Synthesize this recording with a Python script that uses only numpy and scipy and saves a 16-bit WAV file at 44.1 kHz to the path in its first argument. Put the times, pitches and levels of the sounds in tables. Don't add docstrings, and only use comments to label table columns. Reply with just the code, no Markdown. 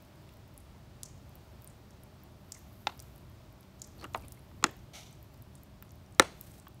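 import sys
import numpy as np
from scipy import signal
from scipy.fft import rfft, irfft, next_fast_len
from scipy.io import wavfile
from scipy.ndimage import uniform_filter1d, map_coordinates

SR = 44100
rng = np.random.default_rng(int(sys.argv[2]) if len(sys.argv) > 2 else 0)


def digitize_waveform(pressure):
    field = np.atleast_2d(pressure).T
    bounded = np.clip(field, -1, 1)
    quanta = np.round(bounded * 32767).astype(np.int16)
    wavfile.write(sys.argv[1], SR, quanta)


def boost(x):
    u = np.asarray(x, float) / 20
    return 10 ** u


N = 299880
FAINT_TOP_HZ = 15750


def unit(x):
    return x / np.sqrt(np.mean(x ** 2) + 1e-20)


def along(points, hz):
    f, v = np.transpose(points)
    return np.interp(np.log(hz + 1), np.log(f + 1), v)


def filtered(x, response):
    m = next_fast_len(len(x) + 8192)
    return irfft(rfft(x, m) * response(np.fft.rfftfreq(m, 1 / SR)), m)[:len(x)]


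def resonances(modes):
    def response(f):
        total = 0
        for k, (hz, width, db) in enumerate(modes):
            total = total + (-1) ** k * boost(db) * 1j * f * width / (hz * hz - f * f + 1j * f * width)
        return total
    return response


def noise(response):
    return unit(filtered(rng.standard_normal(N), response))


def wobble(rate):
    knots = rng.standard_normal(int(N * rate / SR) + 4)
    return map_coordinates(knots, [np.arange(N) * rate / SR])


def swell(start, db, rise, hold, fall):
    t = np.arange(N) / SR - start - rise
    slope = np.minimum(t / rise, (hold - t) / fall)
    return boost(db + 20 * np.minimum(slope, 0).clip(-6))


def scattered(sound, response):
    click = filtered(signal.unit_impulse(len(sound), 100), response)
    return click * np.linalg.norm(sound) / np.linalg.norm(click)


def pops():
    starts = [
        2.8699,
        4.1462,
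        4.6406,
        6.1967,
    ]
    # peak in dB, crack in dB, crack t60 at 1 kHz in seconds, echo in dB,
    # echo tilt in dB per octave, wait before a mode sounds in cycles.
    strengths = [
        (-15.3, -6.5, 0.036, -1, -3.7, .3),
        (-21, -12, .025, 0, -9.5, .9),
        (-7.5, -6, 0.028, -7.5, -0.6, .9),
        (-.5, -4, 0.021, -6.5, -0.5, .6),
    ]
    # frequency in Hz, width in Hz, level in dB.
    shells = [
        [(844, 106, -0.5), (1365, 85, -10.5), (2060, 75, -14), (2560, 150, -13), (2960, 130, -15),
         (3450, 190, -14), (3700, 230, -16), (4440, 200, -16)],
        [(340, 90, -3), (655, 46, 6.5), (900, 70, 7), (1040, 80, 5), (1240, 90, 1), (1950, 81, -1.5),
         (2230, 52, -3), (2500, 140, -5), (3440, 140, -11), (4000, 220, -12)],
        [(300, 150, 6), (835, 90, 0), (1080, 100, 0), (1390, 260, 7), (1890, 110, -6), (2070, 100, -9),
         (2640, 200, 1), (3370, 110, -5), (4350, 210, -15), (5210, 110, -15), (5470, 120, -14),
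         (6480, 270, -12), (6760, 800, -2)],
        [(387, 90, -3.5), (525, 45, -2), (840, 290, -4), (1147, 210, -2), (1343, 95, 2), (1760, 80, 1.5),
         (2106, 100, -4), (2500, 250, -7), (3260, 130, -14), (4020, 170, -9), (5400, 400, -30),
         (6300, 300, -23), (7170, 200, -15), (8820, 250, -20)],
    ]
    # frequency in Hz, level in dB per Hz.
    colours = [
        [(120, -56), (200, -33), (892, 0), (1700, -12), (4450, -10.5), (15300, -63), (16500, -52)],
        [(120, -43), (200, -20), (997, 7), (3430, -18.5), (4530, -32), (14500, -52), (16500, -68)],
        [(59, -28.5), (100, -8), (324, -4), (620, -11), (1380, 2.5), (4880, -11.5), (6730, -12.5), (16500, -35)],
        [(60, -42), (130, -4), (1340, -6), (3650, -14.5), (4000, -12), (4900, -16), (10000, -20.5),
         (12000, -31), (16500, -42.5)],
    ]
    # frequency in Hz, width in Hz,
    # level in dB under the peak, t60 in seconds.
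    bodies = [
        [(493, 1400, -23, 0.066), (1200, 1300, -29, 0.063), (900, 1200, -43, .2)],
        [(300, 350, -20, 0.07), (850, 500, -10, 0.065), (700, 1000, -32, .2)],
        [(320, 220, -25, 0.14), (1300, 1100, -27, 0.07), (700, 1100, -40, .3)],
        [(300, 600, -24, 0.11), (1300, 900, -30, .1), (1500, 2000, -48, .4)],
    ]
    crest_db = 12
    near, sent = np.zeros(N), np.zeros(N)
    t = np.arange(SR // 3) / SR
    for start, strength, shell, colour, body in zip(starts, strengths, shells, colours, bodies):
        db, crack_db, t60, echo_db, tilt_db, late = strength
        pop = boost(crack_db) * unit(crack(colour, t60, t)) + unit(shell_ring(shell, late, t))
        pop *= boost(db - crest_db) / np.sqrt(np.mean(pop[:SR // 100] ** 2))
        echo = scattered(pop, lambda f: boost(along(colour, f) + tilt_db * np.log2(f / 1000 + .01)))
        at = round(start * SR)
        near[at:][:len(t)] += pop + boost(db) * after_ring(body, t)
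        sent[at:][:len(t)] += 0.21 * pop + boost(echo_db) * echo
    return np.array([near, sent])


def crack(colour, t60, t):
    hz, u, z = signal.stft(rng.standard_normal(len(t)), SR, nperseg=64, noverlap=56)
    lasts = t60 * (1000 / (hz[:, None] + 300)) ** .6
    fall_db = 60 * np.maximum(u - .0008, 0) / lasts
    dying = boost(along(colour, hz)[:, None] - fall_db) / np.sqrt(lasts)
    share = np.linalg.norm(dying, axis=1, keepdims=True) / np.linalg.norm(z * dying, axis=1, keepdims=True)
    burst = signal.istft(z * share * dying, SR, nperseg=64, noverlap=56)[1][:len(t)]
    return filtered(burst, lambda f: (1j * f / (1j * f + 1500)) ** 2)


def shell_ring(modes, late, t):
    ring = np.zeros(len(t))
    for k, (hz, width, db) in enumerate(modes):
        ring += (-1) ** k * boost(db) * mode(hz, width, np.maximum(t - late / hz, 0))
    return ring


def mode(hz, width, t):
    swell_cycles = .6
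    rise = 1 - np.exp(-(t * hz / swell_cycles) ** 2)
    return width * np.sin(2 * np.pi * hz * t) * np.exp(-np.pi * width * t) * rise


def after_ring(body, t):
    ragged_db = 3
    out = np.zeros(len(t))
    for hz, width, db, t60 in body:
        wave = resonances([(hz, width, 0)])
        ringing = unit(filtered(rng.standard_normal(len(t)), lambda f: wave(f) ** 2))
        out += boost(db - 60 * t / t60 + ragged_db * wobble(160)[:len(t)]) * ringing
    return out * (1 - np.exp(-t / .003))


def snaps(rows, echo_db, sharpness):
    faint_db, first_slip = -42.5, 3
    out, t = np.zeros((2, N)), np.arange(SR // 20) / SR
    for start, db, hz, t60, broad_db in rows:
        burst = rng.standard_normal(len(t)) * boost(-60 * t / t60) * (1 - np.exp(-t / .0001))
        burst[3] += first_slip * np.sign(burst[3])
        top_hz = FAINT_TOP_HZ if db < faint_db else SR
        patch = resonances([(hz, hz / sharpness, 0)])
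        around = resonances([(hz, 1.17 * hz, 0)])
        snap = filtered(burst, lambda f: (patch(f) + boost(broad_db) * around(f)) * around(f) * (f < top_hz))
        snap *= boost(db + 1) / np.max(np.abs(snap))
        spread = resonances([(min(.95 * hz, 11000), .45 * hz, 0)])
        echo = boost(echo_db) * scattered(snap, lambda f: spread(f) ** 2)
        out[:, round(start * SR):][:, :len(t)] += [snap, echo]
    return out


def alike(rows, t60, broad_db):
    return [(*row, t60, broad_db) for row in rows]


def creases():
    # start in seconds, peak in dB, colour in Hz, t60 in seconds, broad share in dB.
    folds = [(0.5776, -36.5, 10600, .006, -16), (1.0328, -22.5, 6930, .0092, 2),
             (1.6751, -39, 8700, .008, -15), (1.9071, -47, 6340, .0088, -8),
             (2.5206, -29.5, 6900, .013, -19), (2.8734, -41, 6500, .0037, -20),
             (3.7968, -51, 6700, .016, -22), (3.8182, -29, 6700, .016, -16), (3.8748, -50, 12500, .008, -4),
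             (4.791, -57, 6200, .016, -21), (5.1277, -48.5, 7640, .011, -22),
             (5.5533, -45, 8300, .018, -22), (6.5989, -44, 7980, .0098, -12)]
    return snaps(folds, echo_db=7, sharpness=8)


def clicks():
    # start in seconds, peak in dB, colour in Hz.
    crumples = [
        (2.878, -48, 13000),
        (3.0012, -33, 7600),
        (3.6082, -48, 11500),
        (3.6296, -54, 4740),
        (4.0415, -40, 8000),
        (4.1364, -44, 6200),
        (4.1604, -41, 14600),
        (4.1752, -39, 11000),
        (4.3215, -32, 11400),
        (5.3433, -54, 5700),
    ]
    return snaps(alike(crumples, t60=.01, broad_db=5), echo_db=2, sharpness=8)


def settling():
    # start in seconds, peak in dB, colour in Hz.
    ticks = [(0.051, -55, 10800), (0.9554, -63, 4620), (1.178, -56, 7150), (2.8904, -48, 4580),
             (2.9934, -40, 4900), (3.982, -52, 12000), (4.0113, -50, 12000), (2.5825, -51, 9500),
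             (4.1755, -52, 5000), (4.196, -55, 4500), (4.2825, -55, 3600), (4.393, -53, 11000),
             (6.411, -52, 4500), (6.411, -46, 7700), (4.6455, -37, 5500), (4.6455, -36, 3400),
             (.157, -58, 10500), (.222, -58, 12000), (.291, -56, 9500), (2.322, -58, 11000),
             (4.0244, -50, 4600), (4.1449, -39, 6700), (4.1814, -51, 9360), (4.2228, -50.5, 8540),
             (4.2826, -36.5, 10350), (5.1098, -52, 13600), (5.893, -53, 6300), (5.9075, -48, 5900),
             (6.0621, -57, 5540), (6.1235, -51.5, 8400), (6.1479, -49, 6900), (6.4394, -52, 5780),
             (6.5176, -48, 8830)]
    return snaps(alike(ticks, t60=.008, broad_db=-9), echo_db=-2, sharpness=8)


def drops():
    # start in seconds, peak in dB, colour in Hz.
    hits = [(0.024, -50, 14000), (0.326, -58, 14000), (0.3381, -50, 15300), (0.3696, -53, 12500),
            (0.478, -54, 15000), (0.5406, -54, 14500), (1.2935, -52, 12600), (1.3548, -39, 14000),
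            (1.6207, -45.5, 14200), (1.6447, -36, 14800), (2.0353, -42, 11000), (2.2358, -46, 14800),
            (2.573, -52, 12500), (2.592, -52, 13000), (3.87, -53, 13500), (2.9761, -47, 13300),
            (3.0235, -42.6, 14800), (3.1602, -47.5, 11500), (3.18, -48, 12500), (3.5264, -54, 11800),
            (4.3264, -46, 15000), (4.711, -47, 14000), (4.7666, -50, 14000), (5.228, -46.5, 13500),
            (5.244, -53, 13500), (5.338, -52, 15300), (5.375, -55, 12500), (2.738, -55, 14000),
            (3.154, -54, 15000), (3.298, -56, 13500), (5.4228, -42, 12900), (5.6341, -39.5, 13800),
            (5.8247, -33, 14600), (5.918, -49, 13000), (5.9554, -51.5, 14400), (6.411, -28, 13000),
            (6.4687, -51, 11260), (6.745, -53, 11500), (6.6822, -43.5, 14600)]
    return snaps(alike(hits, t60=.008, broad_db=-16), echo_db=-3, sharpness=7)


def squeaks():
    # start in seconds, peak in dB, colour in Hz.
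    slips = [(2.55, -54, 2150), (2.5635, -54, 2000), (4.1645, -54, 2800), (3.9895, -55, 4350),
             (3.9973, -50, 4400), (4.0113, -46, 4350), (4.0312, -48, 4500), (4.0417, -43.5, 2970),
             (4.2228, -56, 2680), (4.235, -56, 2410), (4.2464, -54, 2630), (4.373, -55, 2140),
             (6.673, -54.5, 3300)]
    return snaps(alike(slips, t60=.023, broad_db=-29), echo_db=-2, sharpness=15)


def knocks():
    # start in seconds, peak in dB, colour in Hz, broad share in dB.
    touches = [(0.291, -52, 2420, -8), (4.013, -52, 1160, 0), (4.0235, -48, 1850, -10),
               (4.028, -48, 895, -6), (4.0322, -45, 1000, 4), (4.043, -35, 1300, -14),
               (4.044, -40, 300, -12), (4.051, -41, 1250, -14), (4.056, -43, 300, -4),
               (4.1452, -42, 2600, 3), (4.6272, -36, 1150, -10), (4.6295, -37, 330, -8),
               (4.514, -53, 900, 5), (4.6268, -41, 2500, -2), (5.8249, -45, 1500, 12),
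               (6.6686, -42, 1110, -7.5)]
    rows = [(start, db, hz, .018, broad_db) for start, db, hz, broad_db in touches]
    return snaps(rows, echo_db=0.1, sharpness=5)


def drag():
    # peak in seconds, thud in dB, rustle in dB, then the times in seconds to rise and to fall 20 dB.
    clumps = [
        (4.002, -60, -68, .04, .04),
        (4.046, -39, -53, .06, .018),
        (4.162, -42, -57, .004, .03),
        (4.246, -53, -59, .06, .04),
        (4.3, -71, -66, .03, .2),
    ]
    # frequency in Hz, width in Hz, level in dB.
    thud_modes = [(288, 330, 3.5), (1310, 360, -5)]
    rustle_modes = [(2900, 760, 4.5), (4450, 450, 0.5), (8500, 2500, -4), (13000, 4000, -7)]
    thud = unit(boost(3.5 * wobble(80)) * noise(resonances(thud_modes)))
    rustle = unit(boost(6.5 * wobble(180)) * noise(resonances(rustle_modes)))
    out = np.zeros(N)
    for peak, thud_db, rustle_db, rise, fall in clumps:
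        clump = boost(thud_db - 7) * thud + boost(rustle_db - 6.5) * rustle
        out += swell(peak - rise, 0, rise, 0, fall) * clump
    return out


def spit():
    # frequency in Hz, level in dB per Hz.
    cap = [(350, -40), (600, -8.5), (736, 1.5), (929, -7.5), (1090, -19), (1270, -6), (1810, -14),
           (2200, -1), (2650, -7), (3100, -3), (3850, -3), (4550, -6), (4950, -9), (5870, -2.5),
           (7720, -13), (13300, -16.5), (15700, -23)]
    gain = swell(start=4.932, db=-50.5, rise=.003, hold=.04, fall=.18)
    return gain * boost(1.2 * wobble(90)) * noise(lambda f: boost(along(cap, f)))


def jet():
    fur = [(400, 4), (2500, -6), (5000, -5), (9000, -4), (14000, -3.5)]  # Hz, dB per Hz
    gain = swell(start=6.28, db=-62.5, rise=.14, hold=.17, fall=.015)
    return gain * boost(2.3 * wobble(150)) * noise(lambda f: boost(along(fur, f)))


def spray():
    # time in seconds, level in dB.
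    squeeze = [(0.0, -75), (0.3, -84), (1.02, -90), (1.32, -74), (2.36, -82), (2.52, -67), (3.1, -68.5),
               (3.4, -79), (4.0, -74), (4.18, -65), (4.45, -74), (4.75, -70), (4.95, -80), (5.24, -74),
               (5.9, -84), (6.21, -72), (6.48, -68), (6.8, -85)]
    # frequency in Hz, level in dB per Hz.
    hiss = [(5000, -13), (7500, -12), (10000, -5), (12000, 1.5), (14000, 2), (15700, -6.5)]
    times, levels_db = np.transpose(squeeze)
    gain = boost(np.interp(np.arange(N) / SR, times, levels_db, left=-120, right=-120))
    hits = (rng.random(N) < 60 / SR) * rng.exponential(size=N).clip(0, 2.8)
    droplets = 1 + boost(-1) * uniform_filter1d(hits, size=60) * 60
    flutter = boost(-4.5 + 1.6 * wobble(63) + .7 * wobble(9))
    return gain * flutter * droplets * noise(lambda f: boost(along(hiss, f)))


def patio(x, tail_db):
    # frequency in Hz, t60 in seconds.
    decay = [(200, 0.72), (1000, 0.36), (5000, 0.55), (12000, 0.36)]
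    # delay in seconds, smear in seconds, level in dB.
    slaps = [
        (.005, 0.003, -22),
        (0.0242, 0.0039, -18),
        (.052, .005, -29),
    ]
    out, hop, t = np.zeros(N + SR), SR // 10, np.arange(SR // 3) / SR
    padded = np.pad(x, (0, hop))
    for at in range(0, N, hop):
        hz, u, z = signal.stft(rng.standard_normal(len(t)), SR, nperseg=256)
        dying = boost(-60 * u / along(decay, hz)[:, None])
        tail = signal.istft(z * dying, SR, nperseg=256)[1][:len(t)]
        builds = 1 - np.exp(-(t / 0.017) ** 3)
        answer = boost(tail_db) * tail / np.linalg.norm(tail) * builds
        for delay, smear, db in slaps:
            slap = rng.standard_normal(len(t)) * np.exp(-.5 * ((t - delay) / smear) ** 2)
            answer += boost(db) * slap / np.linalg.norm(slap)
        out[at:at + hop + len(t) - 1] += signal.fftconvolve(padded[at:at + hop], answer)
    return out[:N]


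def rumble():
    # frequency in Hz, level in dB per Hz.
    traffic = [(15, -56), (25, -21), (45, -3.5), (70, 3), (146, 0), (167, -9.5), (195, -9), (399, -12),
               (429, -29), (450, -14), (580, -64), (990, -120)]
    shake_db = 3 * np.exp(-((np.arange(N) / SR - 4.1) / .2) ** 2)
    return boost(-54.8 + shake_db + 0.6 * wobble(2.6)) * noise(lambda f: boost(along(traffic, f)))


def open_air():
    # frequency in Hz, level in dB per Hz.
    breath = [(240, -37.5), (400, -13), (504, -8.5), (636, -4.5), (697, -8.5), (789, -7.5), (1230, -12),
              (1310, -13), (1650, -16.5), (4580, -20.5), (6540, -25.5), (11000, -30.5), (16000, -26)]
    drift_db = -.25 * np.arange(N) / SR
    return boost(-62.8 + drift_db + .5 * wobble(8)) * noise(lambda f: boost(along(breath, f)))


def machine_hum():
    # frequency in Hz, width in Hz, rms level in dB.
    bands = [(193, 11, -66), (586.6, 12, -77.5), (630, 30, -75.5)]
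    return sum(boost(db) * noise(resonances([(hz, width, 0)])) for hz, width, db in bands)


def scene():
    near, sent = pops() + creases() + clicks() + settling() + drops() + squeaks() + knocks()
    steady = patio(sent, tail_db=-19.5) + drag() + spit() + jet() + spray()
    steady += rumble() + open_air() + machine_hum()
    return (near + filtered(steady, lambda f: f < FAINT_TOP_HZ))[None]


def low_pass(x):
    return signal.sosfilt(signal.butter(12, 17040, fs=SR, output="sos"), x)


def record(dry):
    # frequency in Hz, level in dB.
    port = [(9800, 0.5), (10500, -2.5), (11200, 0.5), (16450, -1.5), (17150, -59.5)]
    held = dry[0] / (1 + np.abs(dry[0] / .93) ** 8) ** (1 / 8)
    heard = filtered(held, lambda f: boost(along(port, f)))
    return low_pass(heard[None])


dry = scene()
out = record(dry)
digitize_waveform(out)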